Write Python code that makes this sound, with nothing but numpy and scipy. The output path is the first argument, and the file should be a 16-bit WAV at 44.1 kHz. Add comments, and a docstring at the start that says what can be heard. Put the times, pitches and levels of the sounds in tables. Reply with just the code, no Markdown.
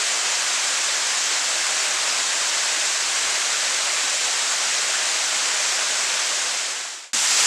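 """A steady rush is heard first: a thin waterfall on a rock face, above a shallow pool, in mono.
The rush is shaped noise, for countless merged drops; random impulses give single drops and slaps on stone.
Trapped bubbles are decaying sines of rising pitch; a breeze on the microphone is low noise in slow puffs.
The fall fades away, then returns from close by with a soft bump (low noise), brighter and swelling."""
import sys
import numpy as np
from scipy import signal
from scipy.fft import rfft, irfft
from scipy.io import wavfile
from scipy.ndimage import uniform_filter1d

SR = 44100
rng = np.random.default_rng(int(sys.argv[2]) if len(sys.argv) > 2 else 0)


def file_out(sig):
    """Save sig as 16-bit WAV at sys.argv[1]."""
    # one column per channel
    cols = np.atleast_2d(sig).T
    # limit, then scale
    lim = np.clip(cols, -1, 1)
    pcm = np.round(lim * 32767).astype(np.int16)
    wavfile.write(sys.argv[1], SR, pcm)


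N = 328986  # length in samples

# Spectrum of the rush from across the pool. Each row: frequency in Hz, relative density in dB per Hz.
FAR_RUSH = [(25, -45), (60, -40), (100, -36), (135, -32), (180, -20), (235, -18), (290, -15), (470, -11),
            (660, -4.5), (890, -5.5), (1560, -0.67), (3600, -2), (5300, -0.96), (7200, 0.27)]
# Spectrum of the rush beside the falling water. Each row: frequency in Hz, relative density in dB per Hz.
NEAR_RUSH = [(25, -46), (100, -35.5), (200, -23.5), (420, -16), (610, -13.5), (830, -8), (1320, -6.5),
             (1900, -3.7), (2550, -4), (4200, -4), (6200, -1), (7600, -0.2), (9500, 0.5), (12500, 3)]
# Stronger puffs of breeze on the microphone. Each row: time of the peak in seconds, level in dB.
PUFFS = [(2.36, -68), (3.02, -63), (3.24, -59.5), (3.33, -66), (3.62, -70)]
# Spectrum of the breeze. Each row: frequency in Hz, relative density in dB per Hz.
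BREEZE_SPECTRUM = [(10, -8), (25, -3), (55, 0), (80, -6), (120, -3), (200, -24), (500, -70)]
# Sizes of the bubbles in the pool. Each row: starting ring pitch in Hz, relative ring level in dB.
BUBBLE_SIZES = [(280, -12.5), (450, -7), (650, 0), (900, 1), (1500, 3.5), (2500, 6), (5000, -0.5)]
# Spectrum of the dull bump. Each row: frequency in Hz, relative density in dB per Hz.
BUMP_SPECTRUM = [(40, -32), (100, -26), (150, -16), (230, 0), (300, -9), (450, -9), (1500, -60)]

FAR_DB, NEAR_DB = -23, -20  # gain of each view of the fall
FADE_START_S, MOVE_TIME_S = 6.12, 7.132  # the far sound starts to fade; the near sound begins
SWELL_START_DB, SWELL_DB_PER_S = -1.9, 13.5  # the near water grows steadily louder
PUFF_HALF_S = .035  # Gaussian width (standard deviation) of every puff
GUST_TIME_S, GUST_HALF_S, GUST_DB, GUST_LUMPY_DB = 3.15, .45, -77, 2.5  # the weak gust carrying the puffs
BUMP_DB, BUMP_RISE_S = -40.5, .012
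TREBLE_KNEE_HZ, TREBLE_SLOPE_DB = 7656, 41.5  # microphone loss in dB per octave above the knee
EDGE_HZ = 15200  # upper limit of the recorder's band


def gain_of(db):
    """Logarithmic level: 20 dB is a factor of ten in amplitude."""
    return 10 ** (np.asarray(db) / 20)


def evened(x):
    """Normalization: scales a signal to a root-mean-square of one."""
    return x / np.sqrt(np.mean(x ** 2) + 1e-20)


def read(points, hz):
    """Logarithmic interpolation: reads a spectrum in dB along a log-frequency axis."""
    f, value = np.transpose(points)
    return np.interp(np.log(hz + 1), np.log(f + 1), value)


def coloured(x, points):
    """Linear filtering: shapes x by a spectrum and the microphone's treble roll-off, at an rms of one."""
    hz = np.fft.rfftfreq(N, 1 / SR)
    octaves_above_knee = np.log2(np.maximum(hz / TREBLE_KNEE_HZ, 1))
    response_db = read(points, hz) - TREBLE_SLOPE_DB * octaves_above_knee
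    return evened(irfft(rfft(x) * gain_of(response_db), N))


def impacts(per_s, spread_db):
    """Poisson-like arrivals: random impulses of either sign, most of them small and a few large."""
    chance, size, sign = rng.random((3, N))
    size = np.minimum(-np.log(1 - size), 4)  # exponential distribution, capped
    arrives = chance < per_s / SR
    return arrives * gain_of(spread_db * size) * np.sign(sign - .5)


def rock_face(x, wet_db, t60):
    """Diffuse reflection: the rock wall scatters a short decaying tail back over the pool."""
    t = np.arange(SR // 2) / SR
    sparse = rng.random(len(t)) < 1 / 20
    late = t > .008  # seconds before the first reflection
    decay = gain_of(-60 * t / t60)
    taps = rng.standard_normal(len(t)) * sparse * late * decay
    tail = signal.fftconvolve(x, taps / np.linalg.norm(taps))[:N]
    return x + gain_of(wet_db) * tail


def ground_bounce(x, delay_s, echo_db):
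    """Interference: an early ground reflection ripples the low and middle of the spectrum."""
    hz = np.fft.rfftfreq(N, 1 / SR)
    treble_loss = 1 / (1 + (hz / 2500) ** 4)
    echo = gain_of(echo_db) * np.exp(-2j * np.pi * hz * delay_s) * treble_loss
    return irfft(rfft(x) * (1 + echo), N)


def breeze(t):
    """Wind noise on the microphone: low noise modulated by one slow, uneven gust and stronger puffs."""
    lumps = evened(uniform_filter1d(rng.standard_normal(N), size=4000))
    gust_shape = np.exp(-.5 * ((t - GUST_TIME_S) / GUST_HALF_S) ** 2)
    gust = gain_of(GUST_DB + GUST_LUMPY_DB * lumps) * gust_shape
    puffs = sum(gain_of(db) * np.exp(-.5 * ((t - peak_s) / PUFF_HALF_S) ** 2) for peak_s, db in PUFFS)
    return (gust + puffs) * coloured(rng.standard_normal(N), BREEZE_SPECTRUM)


def bump(t):
    """Transient envelope: a dull low knock rises and dies within a few hundredths of a second."""
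    age = np.maximum(t - MOVE_TIME_S, 0) / BUMP_RISE_S
    envelope = age * np.exp(1 - age)  # peaks at one when age is one
    return gain_of(BUMP_DB) * envelope * coloured(rng.standard_normal(N), BUMP_SPECTRUM)


def bubbles(per_s, spread_db, cycles, rise, count=48):
    """Bubble resonance: trapped air rings for some cycles, its pitch rising as it nears the surface."""
    t, pool = np.arange(SR // 12) / SR, np.zeros(N)
    for hz in np.geomspace(BUBBLE_SIZES[0][0], BUBBLE_SIZES[-1][0], count):
        age = t * hz / cycles  # in decay times
        pitch = hz * (1 + rise * np.minimum(age, 4))
        envelope = np.exp(-age) * (1 - np.exp(-t * hz))
        ring = np.sin(2 * np.pi * np.cumsum(pitch) / SR) * envelope
        # small bubbles are more common than large ones
        births = impacts(per_s / count * hz / 1000, spread_db)
        pool += gain_of(read(BUBBLE_SIZES, hz)) * signal.oaconvolve(births, ring)[:N]
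    return evened(rock_face(pool, wet_db=-4, t60=0.37))


def drops(colour, per_s, spread_db):
    """Impulse excitation: single drops tick on the wet stone."""
    return coloured(rock_face(impacts(per_s, spread_db), wet_db=-5, t60=0.26), colour)


def slaps(colour, per_s, spread_db, decay_s):
    """Decaying noise bursts: clumps of water hit the stone, each with a quickly dying spatter."""
    t = np.arange(SR // 10) / SR
    power_decay = np.exp(-2 * t / decay_s)
    power = signal.fftconvolve(impacts(per_s, spread_db) ** 2, power_decay)[:N]
    spatter = np.sqrt(abs(power)) * rng.standard_normal(N)
    return coloured(rock_face(spatter, wet_db=-5, t60=0.26), colour)


def spray(colour, patchy_db, flicker_db, surge_db):
    """Superposition: merged droplets form noise; the uneven stream makes it flicker in patches and surge."""
    frames = dict(nperseg=512, noverlap=384)
    hz, t, z = signal.stft(rng.standard_normal(N), SR, **frames)
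    patches = uniform_filter1d(rng.standard_normal(z.shape), size=9, axis=0)  # across frequency
    patches = uniform_filter1d(patches, size=14, axis=1)  # across time
    flicker = uniform_filter1d(rng.standard_normal(len(t)), size=6)
    surge = uniform_filter1d(rng.standard_normal(len(t)), size=50)
    level_db = patchy_db * evened(patches) + flicker_db * evened(flicker) + surge_db * evened(surge)
    hiss = signal.istft(z * gain_of(level_db), **frames)[1][:N]
    return coloured(hiss, colour)


def scene():
    """Superposed sources: the fall from across the pool fades out, then is heard from close by."""
    t = np.arange(N) / SR
    pool = gain_of(-13.5) * bubbles(per_s=650, spread_db=2.5, cycles=7.1, rise=.04)

    far = spray(FAR_RUSH, patchy_db=.8, flicker_db=.17, surge_db=.11) + pool
    far += gain_of(-9.5) * slaps(FAR_RUSH, per_s=250, spread_db=1.5, decay_s=0.0035)
    far += gain_of(-11.5) * drops(FAR_RUSH, per_s=1800, spread_db=3.5)
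    far = ground_bounce(far, delay_s=0.0019, echo_db=-23)

    near = spray(NEAR_RUSH, patchy_db=.9, flicker_db=.25, surge_db=.08) + gain_of(-4) * pool
    near += gain_of(-13.5) * slaps(NEAR_RUSH, per_s=400, spread_db=4.5, decay_s=0.0022)
    near += gain_of(-12.5) * drops(NEAR_RUSH, per_s=1800, spread_db=4.5)

    fade_left = np.clip((MOVE_TIME_S - t) / (MOVE_TIME_S - FADE_START_S), 0, 1)
    fade = np.sin(np.pi / 2 * fade_left)
    swell = gain_of(SWELL_START_DB + SWELL_DB_PER_S * (t - MOVE_TIME_S)) * (t >= MOVE_TIME_S)
    mono = gain_of(FAR_DB) * far * fade + gain_of(NEAR_DB) * near * swell
    mono += breeze(t) + bump(t)
    return np.array([mono, mono])


def record(dry):
    """Band limitation: the recorder passes only frequencies below its upper edge."""
    low_pass = signal.firwin(511, EDGE_HZ, window=("kaiser", 9), fs=SR)
    return signal.oaconvolve(dry, low_pass[None], "same")


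dry = scene()
out = record(dry)
file_out(out)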